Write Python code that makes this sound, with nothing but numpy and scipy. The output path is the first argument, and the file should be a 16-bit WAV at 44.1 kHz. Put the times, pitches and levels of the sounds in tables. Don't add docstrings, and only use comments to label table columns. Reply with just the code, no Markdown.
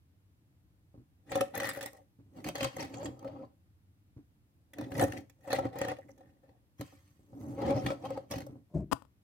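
import sys
import numpy as np
from scipy import signal
from scipy.fft import rfft, irfft, next_fast_len
from scipy.io import wavfile
from scipy.ndimage import uniform_filter1d

SR = 44100
rng = np.random.default_rng(int(sys.argv[2]) if len(sys.argv) > 2 else 0)


def dump_mix(stems):
    frames = np.atleast_2d(stems).T
    limited = np.clip(frames, -1, 1)
    pcm = np.round(limited * 32767).astype(np.int16)
    wavfile.write(sys.argv[1], SR, pcm)


N = 407043
T = np.arange(N) / SR
RING_T, SHORT_T = T[:SR // 8], T[:SR // 30]
SIDES = np.array([[.5], [-.5]])

# weight on the table in dB, shell rattle in dB, tyre grit in dB.
SHOVES = [(1.317, 0.087, 0.034, 0.082, -43, 3, -7, -21), (1.553, 0.13, 0.031, 0.078, -40, -2.5, -5.5, -17),
          (1.758, 0.11, 0.045, 0.043, -46.5, -5.5, -5.5, -9.5),
          (1.941, 0.062, 0.019, 0.03, -58, -5, -16, -15),
          (2.368, 0.036, 0.039, 0.073, -53.5, 10.5, -20, -32.5),
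          (2.465, 0.016, 0.019, 0.038, -40, 10, -12, -29),
          (2.552, 0.12, 0.0092, 0.034, -39, -8, -14.5, -37), (2.667, 0.085, .02, 0.052, -60, 2, -6, -31),
          (2.792, 0.027, 0.039, 0.1, -44, 8, -9.5, -32), (2.938, 0.12, 0.051, 0.084, -44, 1.5, -22.5, -44),
          (3.043, 0.008, 0.023, 0.08, -42.5, 7.5, -23, -38),
          (3.25, 0.048, 0.15, 0.11, -48.5, 1, -25.5, -51),
          (3.336, 0.11, 0.15, 0.047, -53.5, 6.5, -26.5, -53),
          (4.789, 0.042, 0.031, 0.083, -44, 7.5, -15, -28),
          (5.019, 0.016, 0.073, 0.029, -24.5, 2, -16.5, -21),
          (5.082, 0.098, 0.06, 0.049, -50, 13.5, -10, -15),
          (5.52, 0.069, 0.055, 0.019, -36.5, -6, -11, -20), (5.633, .04, 0.072, 0.019, -37, 6.5, -22, -41),
          (5.762, 0.16, 0.056, 0.027, -39.5, -3.5, -11.5, -29),
          (5.98, 0.13, .05, 0.098, -72.5, 17.5, -13, -3.5), (6.18, 0.092, 0.031, 0.17, -65.5, 6, -16, -20),
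          (6.439, 0.089, 0.03, 0.12, -68.5, 4, -18.5, -30.5),
          (6.79, 0.0079, 0.011, 0.36, -68.5, 4.5, 1, -12.5),
          (7.414, 0.13, 0.087, 0.066, -50.5, 12, -30, -31.5), (7.619, 0.16, 0.058, 0.05, -36, 7, -23, -49),
          (7.683, 0.0096, 0.054, 0.022, -33, -10, -23, -46),
          (7.868, 0.05, 0.17, 0.053, -40.5, 6, -18.5, -36.5),
          (8.052, 0.006, 0.056, 0.041, -40, 1, -22, -40.5),
          (8.097, 0.073, 0.052, 0.081, -47.5, 6.5, -19.5, -42),
          (8.314, 0.021, 0.014, 0.069, -45.5, 10.5, -8.5, -28),
          (8.479, 0.08, 0.041, 0.063, -70, 21, -35, -28)]
# time in seconds, knock on the table in dB, shell rattle in dB,
# axle tick in dB.
CLACKS = [(1.316, -32, -39, -52), (1.354, -26, -36, -45.5), (1.374, -33, -49, -56.5),
          (1.408, -26, -30.5, -39), (1.552, -40, -57, -47), (1.575, -34.5, -44.5, -47),
          (1.5997, -40.5, -32, -46), (1.619, -38.5, -43, -61), (1.631, -41.5, -39, -48.5),
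          (1.641, -40, -38.5, -53), (1.652, -41.5, -37.5, -48), (1.668, -43, -43, -49),
          (1.688, -45, -37, -47), (1.692, -47, -36, -48), (1.733, -58, -52, -54), (1.771, -38, -49, -55),
          (1.808, -53, -42.5, -49.5), (1.826, -48, -48, -49), (1.8586, -40, -45.5, -44),
          (1.931, -53.5, -61, -59), (2.384, -49, -66, -79), (2.442, -46.5, -46, -53.5),
          (2.4857, -36.5, -43, -44), (2.553, -41.5, -39.5, -49), (2.58, -66.5, -54, -51.5),
          (2.606, -35, -36.5, -56.5), (2.629, -43.5, -38, -45), (2.6438, -33, -34.5, -41.5),
          (2.7648, -42, -52, -52.5), (2.7967, -37, -42.5, -61.5), (2.823, -41, -47.5, -57),
          (2.846, -45.5, -63, -73), (2.9394, -50, -49, -61), (3.028, -39.5, -58, -62.5),
          (3.0557, -42, -45.5, -56), (3.1917, -74, -67, -64.5), (3.226, -46, -78, -77.5),
          (3.2449, -40.5, -77, -84), (3.276, -47.5, -60, -79), (4.7335, -55, -51, -62.5),
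          (4.7834, -46, -47.5, -60), (4.810, -40.5, -50, -59.5), (4.9168, -39, -48, -64),
          (4.951, -51, -43.5, -62), (4.9774, -42, -44, -48.5), (4.9941, -27, -32.5, -49.5),
          (5.012, -30, -46, -45), (5.024, -27.5, -52, -46.5), (5.036, -30.5, -43, -44),
          (5.079, -38, -58, -57), (5.1327, -41, -53, -60.5), (5.18, -49, -63, -61), (5.296, -64, -63, -66),
          (5.4745, -39.5, -69, -68), (5.5027, -33.5, -41, -57), (5.528, -29, -38, -44),
          (5.547, -34.5, -53, -58), (5.585, -30, -47, -59), (5.651, -35.5, -60, -92),
          (5.755, -38, -60, -71), (5.7849, -38.5, -48, -53), (5.8135, -27.5, -35.5, -49.5),
          (5.848, -33.5, -42, -57.5), (5.882, -35, -42.5, -54), (5.915, -35, -48, -61),
          (5.966, -72, -56, -76), (5.985, -50, -66, -71), (6.0087, -75, -73, -81), (6.09, -55, -80, -83),
          (6.1763, -64.5, -75, -77), (6.2057, -54, -72, -82), (6.434, -59.5, -80, -96),
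          (6.49, -60.5, -73, -97), (6.8098, -39, -46, -46.5), (7.586, -39.5, -70.5, -74),
          (7.6163, -34, -58, -71.5), (7.662, -36, -56, -66), (7.705, -29, -46, -55.5),
          (7.763, -35.5, -59, -61.5), (7.861, -36, -37, -50), (7.883, -45, -49, -73.5),
          (7.902, -34.5, -45, -68), (7.915, -35.5, -53, -67), (8.052, -41, -53.5, -64),
          (8.103, -37.5, -60, -59), (8.173, -37.5, -55.5, -69), (8.3099, -42.5, -46.5, -45.5),
          (8.320, -39, -50, -53), (8.336, -36.5, -49, -54), (8.356, -43.5, -51, -55.5),
          (8.38, -44.5, -52.5, -55), (8.403, -46, -55, -61), (8.417, -48, -58, -65.5),
          (8.464, -49, -75, -60.5)]
# time in seconds, low modes in dB, upper modes in dB.
THUMPS = [(0.942, -38, -51.5), (0.976, -34.5, -64), (2.188, -39, -74), (2.259, -45, -75),
          (2.621, -20.5, -56.5), (3.075, -27.5, -58), (4.164, -32.5, -65.5), (4.916, -28.5, -60),
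          (6.796, -24.5, -51), (6.809, -43, -34.5), (6.925, -45.5, -49.5), (7.193, -43, -62.5),
          (7.331, -34, -46), (7.839, -20.5, -53), (7.854, -19, -61), (8.342, -30, -53), (8.359, -22, -55),
          (8.424, -28, -64.5), (8.494, -32, -46), (8.556, -38.5, -47.5)]
# frequency in Hz, width in Hz, level in dB,
# left minus right in dB, left's phase lead in radians.
TABLE_LOW = [(108, 29, -13, -3, 0.13), (127.5, 17, 11.5, 2.5, 0.3), (169, 25, 5.5, -1, 0),
             (208, 23, -0.5, 0.5, 0.077), (233, 13, -2, -7, 0.1), (283, 31, 17, -1.5, 0.58)]
TABLE_HIGH = [(540.4, 31.2, 4.5, 0.1, 0.46), (614, 39, -4.5, 1, 0.85), (715, 40, -7, -2.5, -1.5),
              (767.3, 23, -1.5, 1, -2), (958, 54, -14.5, 2.5, 3.5), (1096, 40, -10, 5, 3),
              (1310, 40, -12, 3, -4.5)]
TABLE_SCATTER, TABLE_DETUNE = .35, .014


def tabletop(boom_db=-4.5, knock_db=21.0, flurry_db=-2, thud_db=17, thump_db=19, tap_db=16,
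             settle_db=-17, settle_s=0.012, count=12):
    s, knock, _, _ = np.transpose(CLACKS)
    thump_s, thump, tap = np.transpose(THUMPS)
    shoves = np.array(SHOVES)
    *_, drumming, weight, _, _ = shoves.T
    orange, red = by_car(SHOVES)

    boom = band(grains(per_s=1500, spread_db=2), lo_hz=76.6, hi_hz=2000)
    low = undb(boom_db) * rolling(shoves, drumming + weight, BOOM_POWER) * boom
    low += blows(s, knock + thud_db, push_s=0.00023)
    low += blows(thump_s, thump + thump_db, push_s=0.001)
    settling = chatter(thump_s, thump + settle_db, np.full(len(thump_s), settle_s))
    low += settling * grains(per_s=780, spread_db=-2.0)

    high = tyres(orange, roll_db=-5.0, slip_db=-11.0, slip_hz=265.5, bright_hz=1010)
    high += tyres(red, roll_db=-8.5, slip_db=-7.0, slip_hz=271.8, bright_hz=1900)
    high += jolts(s, knock + knock_db)
    high += blows(thump_s, tap + tap_db, push_s=0.000078)
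    bouncing = chatter(s, knock + flurry_db, 1.57 * flurry_times(len(s)))
    high += bouncing * grains(per_s=3000, spread_db=2.5)

    spots = [ring(TABLE_HIGH, scatter=TABLE_SCATTER, detune=TABLE_DETUNE) for _ in range(count)]
    return through(low, ring(TABLE_LOW)) + shifting(high, spots)


def tyres(shoves, roll_db, slip_db, slip_hz, bright_hz):
    *_, drumming, _, _, _ = shoves.T
    bumps = undb(roll_db) * grains(per_s=1400, spread_db=-0.5)
    force = bumps + undb(slip_db) * slips(slip_hz, glide=0.17, jitter=0.03516)
    return rolling(shoves, drumming, 0.72) * band(force, lo_hz=257, hi_hz=bright_hz)


def slips(hz, glide, jitter):
    rate = hz * np.exp(glide * walk(rate=26) + jitter * walk(rate=500))
    pulses = np.diff(np.floor(np.cumsum(rate) / SR), prepend=0) / np.sqrt(rate)
    return pulses / pulses.std()


EDGE_DB, EDGE_CURVE = 23.5, 0.92
BOOM_POWER, RATTLE_POWER, GRIT_POWER = 0.6, 0.85, 0.55


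def rolling(shoves, db, power):
    t = np.arange(0, N, SR // 1000) / SR
    s, hold, rise, fall = shoves.T[:4, :, None]
    away = np.maximum(s - t, 0) / np.abs(rise) + np.maximum(t - s - hold, 0) / np.abs(fall)
    speed_db = -EDGE_DB * away ** EDGE_CURVE
    gain = np.linalg.norm(undb(db[:, None] + power * speed_db), axis=0)
    return np.interp(T, t, gain)


CATCHES_DB = [-4.5, 0.5, -5.5]
CATCH_S, CATCH_SCATTER = 0.00361, .06


def jolts(times, db, lag_s=.002):
    gap = CATCH_S * np.exp(CATCH_SCATTER * rng.standard_normal((len(times), 1)))
    catches = times[:, None] + lag_s + (np.arange(len(CATCHES_DB)) - 1) * gap
    return blows(catches.ravel(), (db[:, None] + CATCHES_DB).ravel(), push_s=0.00014)


# frequency in Hz, width in Hz, level in dB,
# left minus right in dB, left's phase lead in radians.
ORANGE_SHELL = [(1270, 210, -0.5, 12.5, -6.5), (1896, 88, 5, 6.5, 0), (1900, 450, 5.5, 9, -4.5),
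                (2470, 88, -6, -10, 3), (2720, 180, -17.5, 1, 2), (2930, 140, -6.5, 1.5, -3.5),
                (3436, 93, -7.5, -4, -1), (3878, 180, -13, -4.5, -1), (4250, 180, -12.5, -11.5, 3)]
RED_SHELL = [(1083, 54, -2, 16, 3), (1236, 190, -1, 10, 0.5), (1895, 100, -3, 18, -1),
             (2100, 220, 9.5, -2, 1.5), (2510, 230, -0.5, -3.5, -0.5), (2793, 82, -3.5, 7.5, -4),
             (3150, 37, -5, -3, -7.5), (4320, 110, -17.5, 25, -16), (4570, 110, -2, -5, -6),
             (4700, 75, -10.5, -8.5, -2)]


def cars():
    orange_shoves, red_shoves = by_car(SHOVES)
    orange_clacks, red_clacks = by_car(CLACKS)
    orange_car = car(orange_shoves, orange_clacks, ORANGE_SHELL, rattle_db=1.0, grit_db=-4.0, clack_db=2.5,
                     tick_db=6.5, stutter_db=4.5, crack_db=-8.5, fizz_db=2.5, pan_db=-7)
    red_car = car(red_shoves, red_clacks, RED_SHELL, rattle_db=5, grit_db=12.5, clack_db=4.5,
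                  tick_db=5.0, stutter_db=1.5, crack_db=-3.0, fizz_db=-2.0, pan_db=-3.0)
    return orange_car + red_car


# start in seconds, end in seconds.
RED_TURNS = [(2.2, 4.0), (6.6, 8.7)]


def by_car(table):
    rows = np.array(table)
    red = np.any([(rows[:, 0] > start) & (rows[:, 0] < end) for start, end in RED_TURNS], axis=0)
    return rows[~red], rows[red]


# frequency in Hz, width in Hz, level in dB,
# left minus right in dB, left's phase lead in radians.
AXLE_MODES = [(5300, 860, -1, -10.5, -0.5), (6300, 260, -2, -10.5, -2), (6200, 780, -3, -8.5, 7),
              (8000, 1100, -8.5, -6.5, 1), (8180, 290, 0, -5, -1.5), (10100, 2000, -6, -7, -4),
              (11300, 770, -1.5, -12, 5.5), (11600, 1200, 0.5, -4.5, 4), (13920, 5800, -5, -5.5, -1.5)]
SHELL_DETUNE = .04


def car(shoves, clacks, shell, rattle_db, grit_db, clack_db, tick_db, stutter_db, crack_db, fizz_db,
        pan_db, count=20):
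    s, _, clack, tick = clacks.T
    *_, drumming, _, shake, scrape = shoves.T
    length = flurry_times(len(s))
    catches = undb(stutter_db * walk(rate=150)) * grains(per_s=1800, spread_db=1.5)
    flurry = grains(per_s=5500, spread_db=-1.0)

    rattle = undb(rattle_db) * rolling(shoves, drumming + shake, RATTLE_POWER) * catches
    rattle += chatter(s, clack + clack_db, length) * flurry
    grit = undb(grit_db) * rolling(shoves, drumming + scrape, GRIT_POWER) * catches
    grit += chatter(s, tick + tick_db, length) * flurry

    bodies, axles = [], []
    for _ in range(count):
        body = ring(shell, scatter=0.57, detune=SHELL_DETUNE, t=SHORT_T)
        body_crack = crack(lo_hz=950, hi_hz=5060, decay_s=0.011, pan_db=pan_db / 2)
        bodies.append(unit(body + undb(crack_db) * body_crack))
        axle = ring(AXLE_MODES, scatter=0.71, detune=0.024, t=SHORT_T)
        fizz = crack(lo_hz=4930, hi_hz=16400, decay_s=0.0013, pan_db=pan_db)
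        axles.append(unit(axle + undb(fizz_db) * fizz))
    return shifting(rattle, bodies) + shifting(grit, axles)


CHATTER_S, CHATTER_SCATTER = 0.002, 0.16


def flurry_times(count):
    return CHATTER_S * np.exp(CHATTER_SCATTER * rng.standard_normal(count))


# start in seconds, length in seconds, first pitch in Hz, last pitch in Hz,
# level in dB, extra level of the third harmonic and up in dB.
SQUEALS = [(3.242, 0.045, 279, 269, -37, -9), (3.343, 0.034, 260, 269, -53, 8),
           (3.372, 0.089, 258.4, 276.6, -47, -9), (3.425, 0.028, 262, 250, -64, 9.5),
           (7.57, 0.047, 265, 294, -37.5, 5), (7.612, 0.064, 262, 277.5, -36, 4),
           (7.69, 0.052, 264, 279, -27, 2), (7.752, 0.033, 291.5, 304, -37, -2),
           (8.035, 0.042, 248.7, 278, -42.5, 14.5)]
SQUEAL_HARMONICS = [-8, -0.5, -13, -27.5, -39.5]


def squeals(squeal_db=3, jitter=0.018, flutter_db=2, pan_db=1):
    out, wobble = np.zeros(N), np.exp(jitter * walk(rate=300))
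    for s, length, first_hz, last_hz, db, overtones in SQUEALS:
        at, progress, shape = short_rub(s, length)
        pitch = (first_hz + (last_hz - first_hz) * progress) * wobble[at]
        phase = 2 * np.pi * np.cumsum(pitch) / SR
        for k, level in enumerate(SQUEAL_HARMONICS, 1):
            gain = undb(db + level + overtones * (k > 2))
            out[at] += gain * shape * np.sin(k * phase + 2 * np.pi * rng.random())
    return out * undb(squeal_db + flutter_db * walk(rate=290) + SIDES * pan_db)


# start in seconds, length in seconds,
# middle pitch in Hz, glide in octaves, level in dB.
CHIRPS = [(1.296, 0.029, 7600, -0.099, -57.5), (1.568, 0.023, 13300, -0.13, -49),
          (1.683, 0.045, 1810, -0.032, -45), (1.69, 0.026, 8200, .1, -47),
          (2.578, 0.018, 1730, -0.088, -49.5), (2.622, 0.031, 6600, 0.068, -53.5),
          (2.794, 0.044, 5620, -.05, -55.5), (2.922, 0.088, 7000, -0.015, -64),
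          (3.028, 0.045, 7170, 0.025, -54), (5.008, 0.0098, 8600, -0.025, -43),
          (5.021, 0.0089, 11800, 0.011, -41), (5.513, 0.038, 4160, 0.041, -44.5),
          (6.005, 0.044, 1925, -0.015, -68), (6.081, 0.028, 2050, 0.012, -67),
          (6.204, 0.13, 1800, 0.064, -83), (6.103, 0.024, 6000, -0.072, -74.5),
          (7.733, 0.089, 5460, 0.18, -61), (8.312, 0.023, 5700, -0.06, -50)]
# start in seconds, length in seconds,
# middle pitch in Hz, glide in octaves, level in dB.
CREAKS = [(1.538, .024, 780, 0, -37.5), (2.785, .065, 890, -.15, -49.5), (2.965, .08, 774, .1, -49.5),
          (3.243, .027, 1300, .05, -58.5), (3.265, .025, 1510, 0, -66.5), (3.275, .04, 620, .05, -46),
          (3.282, .024, 810, .05, -53.5), (3.35, .034, 785, -.1, -57), (3.353, .024, 1090, 0, -57),
          (3.39, .026, 1300, .03, -64), (3.405, .042, 740, .22, -54), (3.425, .035, 1040, .08, -58),
          (5.44, 0.034, 760, -.25, -52.5), (5.715, 0.043, 770, 0, -51.5), (7.612, .042, 830, -.1, -38),
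          (7.692, .035, 2280, .05, -47.5), (7.755, 0.025, 608, 0, -41), (7.875, .055, 1302, .07, -43),
          (7.9, .025, 670, .12, -54), (8.04, .03, 1050, .12, -44.5), (8.102, .028, 1260, .1, -57),
          (8.152, .036, 830, -.2, -46)]


def squeaks():
    axle_chirps = chirps(CHIRPS, chirp_db=4, rasp_db=5, pan_db=-3)
    return axle_chirps + chirps(CREAKS, chirp_db=1, rasp_db=1.5, pan_db=4.5)


def chirps(rows, chirp_db, rasp_db, pan_db, jitter=.07):
    out = np.zeros((2, N))
    wobble = np.exp(jitter * np.array([walk(rate=2500) for _ in range(2)]))
    for s, length, hz, glide, db in rows:
        at, progress, shape = short_rub(s, length)
        pitch = hz * 2 ** (glide * (progress - .5)) * wobble[:, at]
        out[:, at] += undb(db) * shape * np.sin(2 * np.pi * np.cumsum(pitch, axis=1) / SR)
    return out * undb(chirp_db + rasp_db * walk(rate=590) + SIDES * pan_db)


def short_rub(s, length):
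    at = np.arange(int(s * SR), min(int((s + length) * SR), N))
    progress = np.linspace(0, 1, len(at))
    return at, progress, np.sin(np.pi * progress)


# time in seconds, dull boom in dB, friction in dB.
RUB = [(8.70, -65, -66), (8.735, -68.5, -64), (8.746, -33, -46), (8.766, -27.5, -45), (8.805, -37.5, -49),
       (8.843, -39, -70.5), (8.88, -56.5, -79), (8.91, -53, -81)]
# frequency in Hz, level in dB.
RUB_COLOUR = [(24, -49), (40, -32), (60, 4), (119, -8), (149, 7), (230, -6.5), (342, -2.5), (475, -26),
              (595, -23), (826, -47), (2500, -54.5), (3250, -65.5), (5500, -110)]
FRICTION_COLOUR = [(250, -32), (450, -13.5), (610, 6.5), (780, -13.5), (1000, -17.5), (1300, -36),
                   (3000, -47), (8000, -39.5), (16000, -67.5)]
# time in seconds, level in dB.
KNOCK = [(8.915, -10.5), (8.9191, -7.5), (8.923, -13), (8.924, -1), (8.9273, -0.5), (8.9300, 3.5),
         (9.022, -26.5), (9.051, -35)]
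# frequency in Hz, width in Hz, level in dB,
# left minus right in dB, left's phase lead in radians.
CASE_MODES = [(142, 71, -18.5, 20, 0.033), (215, 42, -7, 22, 0.0029), (290, 92, 11, 33, 0),
              (572, 73, 6.5, 33, 0.0095), (670, 36, -5, 27, 0.021), (960, 150, 19.5, 15.5, 0.026),
              (1080, 140, 20, 17, 0.011), (1263, 77, -4.5, 50, 0.016), (1750, 200, 4, 9.3, 0.021),
              (2620, 560, 4, 41, 0.013), (3080, 81, -4.5, 24, 0.0039)]


def handling(rub_db=0, rub_pan_db=3, knock_db=-1, scratch_db=-37, thud_db=-10):
    boom = coloured(RUB_COLOUR, grains(per_s=400, spread_db=-5.0))
    friction = coloured(FRICTION_COLOUR, grains(per_s=1300, spread_db=-0.5))
    rub = boom * gain_curve(np.array(RUB)[:, :2]) + friction * gain_curve(np.array(RUB)[:, ::2])
    s, db = np.transpose(KNOCK)
    knock = through(blows(s, db + knock_db, push_s=.00002), ring(CASE_MODES))
    thud = through(blows(s, db + thud_db, push_s=0.00055), ring(TABLE_LOW + TABLE_HIGH))
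    scratch = chatter(s, db + scratch_db, np.full(len(s), .0012)) * rng.standard_normal(N)
    scratch = through(scratch, crack(lo_hz=2500, hi_hz=16900, decay_s=0.00057, pan_db=9.0))
    return rub * undb(rub_db + SIDES * rub_pan_db) + knock + thud + scratch


def room(x, t60_s=.27, wet_db=-15.5, top_hz=11000):
    t = T[:SR // 2]
    tail = rng.standard_normal((2, SR // 2)) * undb(-60 * t / t60_s) * (t > .004)
    return x + undb(wet_db) * through(x, unit(band(tail, lo_hz=185, hi_hz=top_hz)))


# frequency in Hz, relative density in dB per Hz.
HUSH_COLOUR = [(15, -44), (25, -25), (38, -20), (97, -3), (127, -12), (229, -19.5), (256, -21.5),
               (293, -16), (373, -29.5), (1190, -41.5), (2160, -44.5), (6740, -52), (14800, -48.5),
               (16000, -56)]
HUSH_DB = -66.5


def hush(apart_hz=600):
    mid, side = coloured(HUSH_COLOUR, rng.standard_normal((2, N)))
    side = band(side, apart_hz, SR) + 0.32 * side
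    swell = (undb(walk(rate=2.6)) - 1) * band(mid, lo_hz=29.6, hi_hz=390)
    return undb(HUSH_DB) * (mid + swell + np.array([[1], [-1]]) * side)


SCATTER_DB = 4.5


def ring(modes, scatter=0, detune=0, t=RING_T):
    chance = rng.standard_normal((len(modes), 4)) * [scatter, scatter, scatter, detune]
    swing = 0
    for (hz, width, db, pan, lead), (louder, turn, late, shift) in zip(modes, chance):
        decay = np.exp(-np.pi * width * t)
        phase = 2 * np.pi * hz * np.exp(shift) * t + SIDES * (lead + turn) + 2 * late
        swing = swing + undb(db + SCATTER_DB * louder + SIDES * pan) * decay * np.sin(phase)
    return unit(band(swing, modes[0][0] / np.sqrt(2), SR))


def crack(lo_hz, hi_hz, decay_s, pan_db):
    burst = rng.standard_normal((2, len(SHORT_T))) * np.exp(-SHORT_T / decay_s)
    return unit(band(burst, lo_hz, hi_hz) * undb(SIDES * pan_db))


GRIP_S = .02


def shifting(force, responses):
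    hop = int(GRIP_S * SR)
    fade = np.sin(np.pi * np.arange(2 * hop) / (2 * hop))
    out = np.zeros((2, N + SR))
    for start in range(0, N - 2 * hop, hop):
        push = (force[start:start + 2 * hop] * fade)[None]
        piece = signal.fftconvolve(push, responses[rng.integers(len(responses))], axes=-1)
        out[:, start:start + piece.shape[1]] += piece
    return out[:, :N]


def grains(per_s, spread_db):
    hits = (rng.random(N) < per_s / SR) * rng.choice([-1, 1], N)
    g = hits * undb(spread_db * np.minimum(rng.exponential(size=N), 4))
    return g / g.std()


def blows(times, db, push_s):
    force = np.zeros(N)
    np.add.at(force, (np.asarray(times) * SR).astype(int), undb(db))
    push = RING_T * np.exp(-RING_T / push_s)
    return signal.oaconvolve(force, push / push.sum())[:N]


def chatter(times, db, lengths):
    power = np.zeros(N + len(RING_T))
    for s, gain, length in zip(times, undb(db), lengths):
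        age = RING_T / max(length, 1 / SR)
        power[int(s * SR):int(s * SR) + len(age)] += (gain * age * np.exp(1 - age)) ** 2
    return np.sqrt(power[:N])


def walk(rate):
    k = int(SR / rate)
    w = uniform_filter1d(np.repeat(rng.standard_normal(N // k + 1), k), k)[:N]
    return w / w.std()


def coloured(points, x):
    hz, db = np.transpose(points)
    size = next_fast_len(N)
    f = np.maximum(np.fft.rfftfreq(size, 1 / SR), 1)
    gain = undb(np.interp(np.log(f), np.log(hz), db)) * np.minimum(f / hz[0], 1) ** 2
    y = irfft(rfft(x, size) * gain)[..., :N]
    return y / y.std()


def gain_curve(rows):
    gain = undb(np.interp(T, *np.transpose(rows), left=-np.inf, right=-np.inf))
    return uniform_filter1d(uniform_filter1d(gain, size=SR // 200), size=SR // 200)


def through(x, response):
    return signal.oaconvolve(np.atleast_2d(x), response, axes=-1)[:, :N]


def band(x, lo_hz, hi_hz):
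    sos = signal.butter(2, [lo_hz, min(hi_hz, .45 * SR)], "band", fs=SR, output="sos")
    return signal.sosfilt(sos, x)


def unit(response):
    return response / np.sqrt(np.mean(np.sum(response ** 2, axis=-1)))


def undb(db):
    return 10 ** (np.asarray(db) / 20)


def scene():
    close = room(handling(), t60_s=.24, wet_db=-20, top_hz=16000)
    return room(tabletop() + cars() + squeals() + squeaks()) + close + hush()


TOP_HZ = 16000


def record(dry):
    thinned = signal.sosfilt(signal.butter(2, 45, "high", fs=SR, output="sos"), dry)
    return signal.sosfilt(signal.ellip(10, .2, 70, TOP_HZ, fs=SR, output="sos"), thinned)


dry = scene()
out = record(dry)
dump_mix(out)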